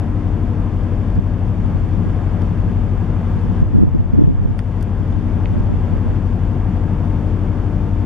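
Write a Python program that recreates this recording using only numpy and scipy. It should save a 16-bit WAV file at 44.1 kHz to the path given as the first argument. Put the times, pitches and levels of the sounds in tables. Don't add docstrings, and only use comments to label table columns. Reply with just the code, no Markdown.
import sys
import numpy as np
from scipy import signal
from scipy.fft import rfft, irfft, next_fast_len
from scipy.io import wavfile

SR = 44100
rng = np.random.default_rng(int(sys.argv[2]) if len(sys.argv) > 2 else 0)


def invert_db(level):
    return 10 ** (np.asarray(level, dtype=float) / 20)


def wav_out(sig):
    wavfile.write(sys.argv[1], SR, np.round(np.clip(np.atleast_2d(sig).T, -1, 1) * 32767).astype(np.int16))


N = 355005
TIME = np.arange(N) / SR
ENGINE_CYCLE_HZ = 6.006


def rms_one(x):
    return x / np.sqrt(np.mean(x ** 2) + 1e-20)


def in_time(rows):
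    return np.interp(TIME, *np.transpose(rows))


def at_hz(points, hz, axis=1):
    points = np.array(points)
    return np.interp(np.log(hz), np.log(points[:, 0]), points[:, axis])


def drift(rate_hz):
    pole = np.exp(-80 * np.pi * rate_hz / SR)
    noise = rng.standard_normal(N // 40 + 2002)
    slow = signal.lfilter([1], [1, -2 * pole, pole * pole], noise)[2000:]
    return np.interp(np.arange(N) / 40, np.arange(len(slow)), rms_one(slow))


def tone(phase, level_db, pan_db, right_lead):
    left = np.cos(phase)
    right = invert_db(-pan_db) * np.cos(phase + right_lead)
    return np.sqrt(2) * invert_db(level_db) * np.array([left, right])


# pitch_hz, density_db (per Hz)
ROAR_SPECTRUM = [(12, -24.5), (30, -7), (70, -3.5), (125, -3.5), (175, -0.5), (225, -5), (270, -11.5),
                 (350, -11.5), (500, -18), (1000, -23.5), (2000, -34.5), (3500, -43), (4400, -50),
                 (7500, -55), (13000, -66), (15500, -86)]
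# pitch_hz, width_hz, boost_db
DUCT_RESONANCES = [(172, 20, 2), (484, 45, 4), (720, 50, 4), (1050, 80, 2.5), (1633, 24, 7)]
# pitch_hz, left_right_likeness (-1 to 1), left_minus_right_db
ROAR_IMAGE = [(25, 0.064, 3.5), (70, 1, 6.5), (140, 0.83, 4.5), (307, 1, 8), (600, 0.77, 1),
              (1000, 0.88, 2.2), (2000, 0.67, 1), (3500, 0.52, 1.2), (5000, 0.34, 0.5), (7500, -.06, 0),
              (10000, -.24, 1.5), (14000, 0.037, 0.5)]


def roar(patchy_db, shared_db):
    roar_db = -24
    size = next_fast_len(N)
    hz = np.maximum(np.arange(size // 2 + 1) * SR / size, 1)
    level_db = at_hz(ROAR_SPECTRUM, hz)
    for duct_hz, width_hz, boost_db in DUCT_RESONANCES:
        level_db = level_db + boost_db / (1 + (2 * (hz - duct_hz) / width_hz) ** 2)
    alike = np.clip(at_hz(ROAR_IMAGE, hz), -1, 1)
    pan_db = at_hz(ROAR_IMAGE, hz, axis=2)
    mid, side = rfft(rng.standard_normal((2, size)))
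    ports = np.sqrt(1 + alike) * mid + np.sqrt(1 - alike) * side * [[1], [-1]]
    ports = ports * invert_db(level_db + pan_db * [[.5], [-.5]])
    out, together = 0, drift(0.74)
    for centre_hz in 20 * 2. ** np.arange(0, 12, 2):
        band = np.cos(np.clip(np.log2(hz / centre_hz) / 2, -1, 1) * np.pi / 2) ** 2
        flicker_db = shared_db * together + patchy_db * drift(5.8)
        out = out + irfft(ports * band, size)[:, :N] * invert_db(flicker_db)
    return invert_db(roar_db) * rms_one(out)


HUM_HZ = [118.17, 145.67, 236.25, 596.3, 844.25, 894.3, 1192.5]
# left_rms_db, left_minus_right_db, wander_db
HUM_LEVELS = [(-44.5, 8.9, 1.9), (-37, 9.3, 2.2), (-31, 5.5, 0.33), (-47.5, 7.1, 3.8), (-62.5, 13, 3.2),
              (-49, 4.8, 2.5), (-60, 5.6, 2.9)]


def auxiliaries(turns):
    out = 0
    for hz, (level_db, pan_db, wander_db) in zip(HUM_HZ, HUM_LEVELS):
        phase = 2 * np.pi * (hz / ENGINE_CYCLE_HZ * turns + rng.random())
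        phase = phase + .002 * hz * drift(2)
        out = out + tone(phase, level_db + wander_db * drift(1.0), pan_db, right_lead=0.085)
    return out


# time_s, left_rms_db
BLOWER_SWELL = [(0.0, -35.5), (.31, -35.5), (1.41, -39), (2.76, -38), (4.3, -41), (4.87, -42.5),
                (5.18, -34.5), (5.6, -39), (6.6, -36.5), (8.05, -35)]
CANCEL_S = [2.94, 3.27, 3.99, 6.36]


def blower(turns):
    blade_hz, fade_db, fade_half_s = 298.12, 11, .15
    fades = sum(np.clip(1 - abs(TIME - s) / fade_half_s, 0, 1) for s in CANCEL_S)
    level_db = in_time(BLOWER_SWELL) - fade_db * fades + 5.0
    level_db = level_db - gain_control()
    return tone(2 * np.pi * blade_hz / ENGINE_CYCLE_HZ * turns, level_db, pan_db=7, right_lead=0.6)


# start_s, peak_db, strongest_hz, fall_db (per octave away), left_minus_right_db
TICKS = [(.0847, -51.5, 13450, 17.5, -2), (.4289, -50.5, 6800, 7.5, 2.5), (.5322, -62, 10000, 6.5, -6),
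         (.834, -47.5, 3500, 11.5, 2.5), (1.1538, -46.5, 5000, 12, 1), (2.4182, -36, 3400, 9, -3),
         (2.419, -21.5, 600, 30, -2), (4.579, -57, 12100, 7, 4), (4.585, -46.5, 5000, 5.5, 6),
         (4.5900, -24.5, 1500, 8.5, 1), (4.5908, -37.5, 4200, 7.5, -1.5), (4.597, -35, 1500, 7, 1),
         (4.809, -45, 3990, 7.5, 7.5), (4.8245, -42, 7500, 3, 9), (4.8274, -39.5, 9100, 2, 5),
         (5.124, -43.5, 3500, 8, 3), (5.441, -57, 9000, 4.5, 4), (5.4563, -19.5, 2430, 27.5, -4),
         (5.5278, -60, 12000, 3, 5), (7.1247, -52.5, 12550, 3, 10), (7.2739, -59.5, 10000, 8.5, -1.5),
         (7.455, -59.5, 11000, 3, 1.5)]
# pitch_hz, level_db, t60_s
HOUSING_MODES = [
    [(600, -3, .16)],
    [(1400, 0, .02), (1850, 0, .018)],
    [(2150, -2, .012), (2550, -3, .01), (3100, 0, .01), (3500, 0, .01)],
    [(4600, 0, .008), (5300, -1, .007), (6100, -4, .007), (7000, -2, .007)],
    [(8600, 0, .006), (9400, 1, .007), (10800, -3, .004), (12400, -2, .005), (14000, -6, .003)],
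]
# rise_end_s, fall_start_s (earlier, so the fall cuts the rise short), edge_s,
# rms_db (before the cut)
FINGER_RUB = (4.69, 4.5, 0.3, -73)


def ticks():
    slip_n = 90
    rocking_below_hz = 1000
    start_s, peak_db, strongest_hz, fall_db, pan_db = np.array(TICKS).T
    out = np.zeros((2, N))
    at = np.round(start_s * SR).astype(int)[:, None] + np.arange(slip_n)
    for modes in HOUSING_MODES:
        band = 0
        for hz, mode_db, t60 in modes:
            drive_db = peak_db - fall_db * abs(np.log2(hz / strongest_hz)) + mode_db - 4
            drive_db = drive_db + pan_db * [[.5], [-.5]]
            left, other = rng.standard_normal((2, *at.shape)) * np.hanning(slip_n)
            right = np.sign(hz - rocking_below_hz) * .7 * left + .7 * other
            slip = np.array([left, right])
            turn = np.exp(2j * np.pi * hz / SR * np.arange(slip_n))
            slip = slip / abs(slip @ turn)[..., None].mean(axis=0)
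            force = np.full((2, N), 1e-18)
            np.add.at(force, (slice(None), at), slip * invert_db(drive_db)[..., None])
            r, w = invert_db(-60 / (t60 * SR)), 2 * np.pi * hz / SR
            band = band + signal.lfilter([0, np.sin(w)], [1, -2 * r * np.cos(w), r * r], force)
        out += signal.sosfilt(signal.butter(4, 1.15 * hz, fs=SR, output="sos"), band)
    return (out + finger_rub()) / invert_db(gain_control())


def finger_rub():
    start, end, edge, rub_db = FINGER_RUB
    hiss_band = signal.butter(2, [8200, 12500], "band", fs=SR, output="sos")
    hiss = signal.sosfilt(hiss_band, rng.standard_normal(N))
    swell = np.clip(np.minimum(TIME - start, end - TIME) / edge + 1, 0, 1)
    return invert_db(rub_db) * swell * rms_one(hiss)


def eddies(low_hz, high_hz, per_s, spread_db):
    happens = rng.random(N) < per_s / SR
    kicks = happens * invert_db(spread_db * rng.standard_normal(N)) * rng.choice([-1, 1], N)
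    band = np.vstack([signal.butter(2, low_hz, "high", fs=SR, output="sos"),
                      signal.butter(3, high_hz, fs=SR, output="sos")])
    return rms_one(signal.sosfilt(band, kicks + 1e-18))


# start_s, rms_db, length_s
GUSTS = [(1.177, -9.5, .018), (1.641, -17.5, .023), (1.759, -18, 0.023), (1.826, -20, .04),
         (2.055, -17.5, 0.025), (2.685, -20, .023), (2.788, -19.5, .02), (3.452, -21, .015),
         (3.5, -19, .028), (3.622, -6.5, 0.014), (3.751, -5.5, 0.11), (3.881, -11, .014),
         (3.961, -9.5, 0.019), (4.005, -7, 0.0069), (4.146, -8, 0.12), (4.193, -11.5, .029),
         (4.246, -18, .016), (4.286, -8.5, 0.016), (4.308, -12.5, 0.019), (4.454, -11, .024),
         (4.497, -15, 0.028), (5, -21, .02), (5.128, -23, .089), (5.545, -16, .067), (5.7, -18, .024),
         (5.733, -17, .022), (5.919, -17, 0.026), (5.97, -20, 0.023), (6.06, -17, .04), (6.113, -20, .029)]
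# time_s, rms_db
BREEZE = [(0, -36), (1.3, -40.5), (1.6, -33), (3.3, -32.5), (3.6, -24.5), (4.5, -23), (4.7, -46),
          (5.1, -32), (5.6, -23.5), (6.1, -37.5), (6.5, -43), (8.05, -44)]


def wind():
    bright_base_db, per_breeze, per_puff = -13.5, .85, 0.33
    light_breeze_db, usual_puff_db = -33, -17
    dull = eddies(low_hz=38, high_hz=115, per_s=82, spread_db=4.0)
    bright = eddies(low_hz=100, high_hz=238, per_s=600, spread_db=6.0)
    out = invert_db(in_time(BREEZE) + 3 * drift(9)) * dull[::-1]
    for s, level_db, length in GUSTS:
        part = slice(round((s - .05) * SR), round((s + .3) * SR))
        after = TIME[part] - s
        shape = np.exp(-(after / np.where(after < 0, .014, 0.9 * length)) ** 4)
        breeze_db = np.interp(s, *np.transpose(BREEZE))
        bright_db = bright_base_db + per_breeze * (breeze_db - light_breeze_db)
        bright_db = bright_db + per_puff * (level_db - usual_puff_db)
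        share = np.clip(invert_db(bright_db), 0, .95)
        mix = np.sqrt(1 - share ** 2) * dull[part] + share * bright[part]
        mix = mix / np.sqrt(np.sum((mix * shape) ** 2) / np.sum(shape ** 2))
        out[part] += invert_db(level_db - 1.5) * shape * mix
    out = signal.sosfilt(signal.butter(3, 480, fs=SR, output="sos"), out)
    return out / invert_db(gain_control()) * [[.97], [-1.03]]


# time_s, cycles_completed
ENGINE_TURNS = [(0, 0.0163), (2, 12.0119), (3.5, 21.007), (5, 30.0057), (6, 36.0061), (8.05, 48.3193)]
# order (multiple of the cycle rate), left_rms_db, left_minus_right_db
ENGINE_ORDERS = [(3, -39, 6), (4, -32, 5), (5, -37, 10), (6, -37, 8), (7, -25, 6), (8, -24, 6), (9, -30, 8),
                 (10, -37, 7), (12, -37, 13), (13, -33, 9), (15, -19, 6), (16, -39, 3), (17, -23, 6),
                 (18, -30, 7), (19, -38, 11), (20, -38, 9), (21, -46, 3), (22, -40, 8), (23, -35, 6),
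                 (24, -40, 7), (29, -34, 7), (30, -42, 6), (32, -38, 6), (37, -44, 3), (40, -44, 7),
                 (42, -48, 5), (43, -46, 5), (44, -44, 5), (45, -51, 4)]
SOUND_PATHS = [
    (6, .99, .42, 1.0),
    (11, 2.33, .5, -.74),
    (60, -1.04, -1.22, -.86),
]


def engine(turns):
    out, load_db = 0, .3 * drift(1.5)
    for order, level_db, pan_db in ENGINE_ORDERS:
        _, lag, delay, smear = next(path for path in SOUND_PATHS if order <= path[0])
        phase = order * (2 * np.pi * turns + delay) + lag + smear * order ** 2
        out = out + tone(phase, level_db + load_db, pan_db, right_lead=0.0026 * order * ENGINE_CYCLE_HZ)
    return out


def scene():
    turns = in_time(ENGINE_TURNS)
    machinery = engine(turns) + auxiliaries(turns) + blower(turns)
    return machinery + roar(patchy_db=.5, shared_db=.3) + wind() + ticks()


def gain_control():
    threshold_db, duck_per_db, most_db = -12, 0.6, 4.5
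    attack_s, recover_db_per_s = 0.016, 4.5
    t = TIME[::64]
    duck = np.zeros(len(t))
    for s, level_db, length in GUSTS:
        over_db = level_db + np.interp(s, t, duck) - threshold_db
        depth = np.clip(duck_per_db * over_db, 0, most_db)
        fall = np.clip((t - s) / (attack_s + length), 0, 1)
        recovered = recover_db_per_s * np.maximum(t - s - length, 0)
        duck = np.maximum(duck, depth * fall - recovered)
    return -np.interp(TIME, t, duck)


# pitch_hz, width_hz, depth (0 to 1)
SUB_BAND_GAPS = [(3943, 180, 0.7), (7960, 130, 1)]


def sub_band_gaps(x):
    size = next_fast_len(N)
    hz = np.arange(size // 2 + 1) * SR / size
    gain = 1
    for gap_hz, width_hz, depth in SUB_BAND_GAPS:
        gain = gain - np.clip(depth, 0, 1) * np.exp(-((hz - gap_hz) / width_hz) ** 2)
    return irfft(rfft(x, size) * gain, size)[:, :N]


def low_pass(x):
    return signal.sosfilt(signal.butter(12, 15250, fs=SR, output="sos"), x)


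def record(dry):
    x = dry * invert_db(gain_control())
    x = x / (1 + x ** 6) ** (1 / 6)
    return low_pass(sub_band_gaps(x))


dry = scene()
out = record(dry)
wav_out(out)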